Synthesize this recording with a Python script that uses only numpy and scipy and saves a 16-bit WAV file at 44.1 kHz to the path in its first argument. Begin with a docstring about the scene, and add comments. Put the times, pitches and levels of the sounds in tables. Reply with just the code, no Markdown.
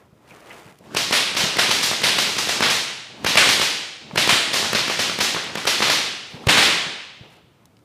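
"""Inside a roofed barn yard, one microphone on a rider cracking a pair of stockwhips in fast flurries. Each
lash swishes and its tip breaks the sound barrier in a short snap. The roof is close: its dense burst comes back
some 16 ms behind the direct sound, then the end wall answers and the hall rings on. Around the flurries lashes
and clothes rustle, tack ticks and dull thuds come from the floor, some loud cracks carry a low whump, all over
the low background of the yard."""
import sys
import numpy as np
from scipy import signal
from scipy.fft import rfft, irfft, next_fast_len
from scipy.io import wavfile
from scipy.ndimage import map_coordinates

SR = 44100
rng = np.random.default_rng(int(sys.argv[2]) if len(sys.argv) > 2 else 0)


def persist_wave(psi):
    """Save psi, clipped to +-1, as 16-bit WAV."""
    counts = np.round(np.clip(psi, -1, 1) * 32767).astype(np.int16)
    wavfile.write(sys.argv[1], SR, np.atleast_2d(counts).T)


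N = 345741

# Levels in the tables are relative; each source adds its own gain.
# spectrum of the yard's background: frequency_hz, level_db
YARD_SPECTRUM = [(15, -31.5), (25, -12), (48, -18.5), (125, -9), (318, -6), (394, -11.5), (462, -10.5),
                 (1150, -18.5), (1310, -17.5), (1580, -23), (15000, -38.5)]
# spectrum of the air around a loosely swung lash: frequency_hz, level_db
SWING_SPECTRUM = [(100, -2.5), (200, 5), (450, 9.5), (1000, 6.5), (2500, -4), (6000, -24.5)]
# spectrum of rustling cloth and leather: frequency_hz, level_db
RUSTLE_SPECTRUM = [(800, -7.5), (2000, 7.5), (5000, -1), (10000, -5), (15000, -14)]
# loose swings before and after the flurries: full_swing_s, hold_s, swing_db, rustle_db
LOOSE_SWINGS = [(0, 0.018, -57.5, -72), (.31, 0.31, -51.5, -59), (0.513, .06, -49.5, -56),
                (0.683, .02, -51.5, -55), (0.878, 0.11, -60.5, -61), (6.34, 0.02, -50.5, -57.5),
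                (7.246, 0.14, -60, -68.5), (7.636, .005, -64, -83.5)]
# thin whistles of the swinging lash: start_s, level_db, pitch_hz
LASH_WHISTLES = [(.305, -39, 2420), (.502, -36, 1930), (.503, -37, 2800)]
# small ticks of tack and whip handles: start_s, level_db, centre_hz
TACK_TICKS = [(0.3072, -41, 4000), (0.405, -41, 5000), (0.5455, -40, 3020), (0.7871, -39, 5000),
              (4.111, -20.5, 800), (5.441, -30.5, 6000), (7.6555, -38, 6000), (7.7684, -43.5, 2460),
              (7.79, -47.5, 3510)]
# dull thuds, as of a hoof or a lash on the floor mats, and low whumps under some loud cracks: start_s,
# level_db, pitch_hz
LOW_THUDS = [(0.126, -29, 130), (.316, -28, 170), (.66, -26, 160), (.949, -25.5, 100), (1.437, -6.5, 169),
             (3.249, -16.5, 86), (4.134, -14, 173), (4.326, -8, 145), (6.342, -16, 146.5),
             (6.469, 4.5, 115), (6.579, -10, 118), (6.864, -18, 167), (7.209, -19, 122), (7.44, -34, 100)]
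# spectrum of the hall's tail: frequency_hz, level_db
HALL_SPECTRUM = [(30, -26.5), (60, -16), (115, 0.5), (350, 2), (700, 2.5), (1300, 2.5), (2000, 4),
                 (2800, 3), (4000, 1.5), (5500, -2.5), (7500, -9), (10000, -15), (13000, -19.5),
                 (15500, -26.5)]
# time the hall takes to fall by 60 dB: frequency_hz, t60_s
HALL_DECAY = [(60, 0.7), (200, 0.97), (700, 0.93), (1500, 0.96), (3000, 1.056), (5500, 0.88), (9000, 0.74),
              (13000, 0.45), (16000, 0.37)]
# spectrum of the burst off the roof: frequency_hz, level_db
ROOF_SPECTRUM = [(30, -29), (70, 0), (150, -1.5), (350, 2.5), (700, 4.5), (1300, 3.5), (2000, 4), (2800, 1),
                 (4000, -3), (5500, -5.5), (7500, -16), (10000, -19.5), (15000, -32)]
# whip cracks, each a snap straight at the microphone and a shock sent into the barn:
# start_s, snap_db, shock_db, brightness_db_per_octave
WHIP_CRACKS = [(0.949, -16.5, -15.5, 3.5), (1.11, -17, -11, 3), (1.351, -22, -14.5, 3.6),
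               (1.386, -32, -18.5, 0.5), (1.57, -16.5, -11, 2.2), (1.693, -17, -15, 4),
               (1.813, -21.5, -14.5, 5.5), (1.914, -16, -25.5, -0.5), (2.019, -18.5, -11, 3),
               (2.169, -19, -14.5, 3.5), (2.274, -23, -24.5, 3.5), (2.367, -22.5, -17.5, 4),
               (2.473, -18, -17, 3.5), (2.505, -36, -30, -14.5), (2.607, -11.5, -11.5, 0.3),
               (2.686, -23.5, -17, 5.5), (3.247, -12.5, -13.5, 2.3), (3.356, -9.5, -7, 2.1),
               (3.473, -16, -13, 4.5), (3.598, -15, -15.5, 3.5), (4.159, -15.5, -11.5, 2.3),
               (4.276, -11.5, -9.5, 2.5), (4.516, -28, -15.5, 4), (4.542, -17.5, -19, 3.5),
               (4.628, -18, -23, 0.5), (4.732, -12, -14.5, 1.5), (4.881, -17, -20, 1.5),
               (4.975, -25, -15.5, 3), (5.097, -17.5, -34.5, -7.5), (5.189, -16.5, -14, 4),
               (5.23, -25, -26.5, 1), (5.347, -18, -24.5, -4.5), (5.555, -16, -24.5, 0.4),
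               (5.654, -18.5, -13, 3.5), (5.805, -15, -13, 0.9), (5.883, -17, -13.5, 3),
               (6.471, -13, -8, 1.5), (6.556, -16.5, -9.5, 1.5), (6.611, -23.5, -13.5, 1)]

ROOF_LAG_S, WALL_LAG_S = .016, .039  # up to the roof and back; from roof burst to end wall echo


def amp(db):
    """Decibels to gain."""
    return 10 ** (np.asarray(db) / 20)


def unit(x):
    """x at rms 1."""
    return x / np.sqrt(np.mean(x ** 2) + 1e-20)


def along(points, hz):
    """(Hz, value) points read on a log axis."""
    frequencies, values = np.transpose(points)
    return np.interp(np.log(hz + 1), np.log(frequencies + 1), values)


def clock(seconds):
    """Sample times from zero."""
    return np.arange(int(seconds * SR)) / SR


def filtered(x, gain):
    """x times a gain that depends on frequency."""
    size = next_fast_len(len(x) + SR // 20)
    return irfft(rfft(x, size) * gain(np.fft.rfftfreq(size, 1 / SR)), size)[:len(x)]


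def shaped_noise(gain, size):
    """Noise of rms 1, coloured by a gain that depends on frequency."""
    return unit(filtered(rng.standard_normal(size), gain))


def noise(spectrum, size):
    """Noise of rms 1 with a tabled spectrum."""
    return shaped_noise(lambda hz: amp(along(spectrum, hz)), size)


def band(centre_hz, octaves, size):
    """Noise of rms 1 in a bell-shaped band."""
    return shaped_noise(lambda hz: np.exp(-.5 * (np.log2((hz + 1) / centre_hz) / octaves) ** 2), size)


def wobble(rate, size):
    """A smooth random curve with rate knots a second."""
    knots = rng.standard_normal(int(size * rate / SR) + 4)
    return map_coordinates(knots, [np.arange(size) * rate / SR])


def fade(t, rise_s, t60_s):
    """An envelope that rises and then dies away."""
    return (1 - np.exp(-t / rise_s)) * 10 ** (-3 * t / t60_s)


def add(track, start_s, sound):
    """Mix a sound into the track from start_s."""
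    start = max(round(start_s * SR), 0)
    track[start:start + len(sound)] += sound[:max(N - start, 0)]


def yard():
    """Room tone: the low, slowly shifting background of the yard."""
    return amp(-59) * noise(YARD_SPECTRUM, N) + amp(-60 + 2 * wobble(11, N)) * band(120, 0.6, N)


def handling(attack_s=.06, release_s=.04):
    """Lashes swing and whistle loosely through the air while cloth and leather rustle and tick."""
    out, now, t = np.zeros(N), np.arange(N) / SR, clock(.25)
    for full_swing_s, hold_s, swing_db, rustle_db in LOOSE_SWINGS:
        build_up = np.exp(-np.maximum(full_swing_s - now, 0) / attack_s)
        die_away = np.exp(-np.maximum(now - full_swing_s - hold_s, 0) / release_s)
        swing = amp(swing_db) * noise(SWING_SPECTRUM, N)
        cloth = noise(RUSTLE_SPECTRUM, N) * amp(3.4 * wobble(400, N) + 2.8 * wobble(35, N))
        out += amp(3.5) * build_up * die_away * (swing + amp(rustle_db) * unit(cloth))
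    for start_s, level_db, pitch_hz in LASH_WHISTLES:
        add(out, start_s, amp(level_db) * band(pitch_hz, 0.16, len(t)) * fade(t, 0.0042, 0.086))
    for start_s, level_db, centre_hz in TACK_TICKS:
        add(out, start_s, amp(level_db - 7) * band(centre_hz, 1.0, len(t)) * fade(t, .0002, .016))
    return out


def thuds():
    """A soft blow on the floor, or the low whump under a loud crack, gives a couple of low cycles and a faint
    boom in the hall."""
    out, t = np.zeros(N), clock(.6)
    for start_s, level_db, pitch_hz in LOW_THUDS:
        blow = -np.sin(2 * np.pi * pitch_hz * t) * fade(t, 0.0047, 0.025)
        boom = band(290, 0.96, len(t)) * fade(t, 0.015, 0.42)
        add(out, start_s, amp(level_db) * (amp(1.5) * blow + amp(-25) * boom))
    return out


def scattered_shock(spectrum, size, brightness, shock_db, blur_hz=14000):
    """A shock scattered into noise; its opposed front and rear edges lift one band and notch the next."""
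    gap_ms = min(0.13 * amp(0.76 * (shock_db + 12.5)), 0.17)  # a stronger shock is longer
    rear_strength = np.clip(2.03 * gap_ms, 0, .7)  # a longer one has a stronger rear edge

    def gain(hz):
        octaves = np.log2(np.clip(hz, 1800, 11000) / 2800)
        interference = abs(1 - rear_strength * np.exp(-hz / blur_hz - 2j * np.pi * hz * gap_ms / 1000))
        return amp(along(spectrum, hz) + brightness * octaves) * interference
    return shaped_noise(gain, size)


def hall():
    """Every crack fills the hall with its own diffuse tail, whose treble dies first."""
    out, t = np.zeros(N), clock(1.4)
    build_up = 1 - np.exp(-t / 0.014)
    for start_s, _, shock_db, brightness in WHIP_CRACKS:
        diffuse = scattered_shock(HALL_SPECTRUM, len(t), brightness, shock_db)
        hz, age, bins = signal.stft(diffuse, SR, nperseg=256)
        decay = 10 ** (-3 * age / along(HALL_DECAY, hz)[:, None])
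        tail = signal.istft(bins * decay, SR, nperseg=256)[1][:len(t)]
        walls = amp(0.38 * wobble(160, len(t)) * np.exp(-t / .3))  # single reflections stand out early
        add(out, start_s + ROOF_LAG_S, amp(shock_db - 2.9) * tail * walls * build_up)
    return out


def roof(rise_s=0.0016, t60_s=0.092, rafter_lead_s=.005, snap_share=0.14):
    """The ribbed roof scatters each shock back as a dense crackling burst; the end wall repeats it."""
    def burst(age):
        return (1 + np.tanh(age / rise_s / 2)) / 2 * amp(-60 * np.maximum(age, 0) / t60_s)

    out, t = np.zeros(N), clock(.2)
    age = t - 0.0054  # zero where the burst reaches half strength
    swell = np.hypot(burst(age), amp(-11) * burst(age - WALL_LAG_S))
    for start_s, snap_db, shock_db, brightness in WHIP_CRACKS:
        facets = unit(amp(2 * wobble(450, len(t))))
        # the burst partly follows the snap, so cracks aimed away swell more slowly
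        level = amp(shock_db + 2 + snap_share * (snap_db - shock_db))
        scatter = scattered_shock(ROOF_SPECTRUM, len(t), brightness, shock_db)
        add(out, start_s + ROOF_LAG_S - rafter_lead_s, level * scatter * facets * swell)
    return out


def swishes():
    """The lash speeds up unevenly before each crack, so its shed vortices sound louder and higher."""
    out, t = np.zeros(N), clock(.16)
    left_s = t[::-1]  # time left until the crack
    fade_in = np.minimum(t / 0.017, 1)
    for (crack_s, snap_db, *_), detune in zip(WHIP_CRACKS, rng.standard_normal(len(WHIP_CRACKS))):
        vortex_hz = 1200 * np.exp(0.19 * detune + 0.16 * wobble(60, len(t)) - left_s / 0.16)
        phase = 2 * np.pi * np.cumsum(vortex_hz) / SR
        tone = wobble(700, len(t)) * np.sin(phase) * amp(-35 - 63 * left_s)
        rush = band(220, 1.0, len(t)) * amp(-33.5 - 64 * left_s)
        hiss = band(1900, 1.2, len(t)) * amp(-39 - 150 * left_s)
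        flutter = amp(1.5 * wobble(56, len(t)))
        add(out, crack_s - t[-1], amp(snap_db / 2) * (tone + rush + hiss) * flutter * fade_in)
    return out


def shock_wave(u):
    """One swing of pressure, with its trough and peak at u = -1 and 1."""
    return u * np.exp((1 - u ** 2) / 2)


def snaps(slap_db=-4.5):
    """The tip fizzes through the sound barrier and sends out a shock with a low push of air behind it."""
    out, t = np.zeros(N), clock(.08) - .008
    age = np.maximum(t, 0)
    spreads = rng.uniform(.85, 1.15, (len(WHIP_CRACKS), 4))
    for (start_s, snap_db, _, brightness), spread in zip(WHIP_CRACKS, spreads):
        width_s, second_shock_s, tuning, slap_lag_s = spread * (0.00019, 0.0011, 1, 0.0027)
        blast = shock_wave(t / width_s) - .5 * shock_wave((t - second_shock_s) / (2.6 * width_s))
        push = np.sin(2 * np.pi * 210 * tuning * age) * fade(age, 0.00076, 0.087)
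        puff = -np.sin(2 * np.pi * 90 * tuning * age) * fade(age, 0.0043, 0.065)  # air the lash drags
        fizz = band(4000, 1.15, len(t)) * np.exp(-abs(t - .0005) / .002)
        tuft = band(1600, 1.0, len(t)) * fade(age, 0.00021, 0.017)  # the frayed tip crackles
        stalls = band(1500, 1.0, len(t)) * fade(age, 0.0033, 0.063)  # scatter off nearby stall fronts
        knock = amp(snap_db) * (amp(0.5) * blast + amp(-13.5) * push + amp(-2) * tuft)
        air = amp(-22.5) * puff + amp(-11 + .8 * brightness) * fizz + amp(-8.5) * stalls
        add(out, start_s + t[0], knock + amp(snap_db) * air)
        # slap-back from the flat of the roof
        add(out, start_s + t[0] + ROOF_LAG_S + slap_lag_s, amp(slap_db) * knock)
    return out


def scene():
    """All sources meet at one microphone, which feeds both channels."""
    mono = swishes() + snaps() + roof() + hall() + thuds() + handling() + yard()
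    return np.array([mono, mono])


def record(dry, low_cut_hz=58, ceiling=.72, top_hz=15500):
    """The recorder thins the deep bass, rounds off the highest peaks and keeps nothing above top_hz."""
    low_cut = signal.butter(2, low_cut_hz, "highpass", fs=SR, output="sos")
    thinned = signal.sosfilt(low_cut, dry)
    rounded = thinned / (1 + abs(thinned / ceiling) ** 5) ** (1 / 5)
    return np.array([filtered(channel, lambda hz: hz < top_hz) for channel in rounded])


dry = scene()
out = record(dry)
persist_wave(out)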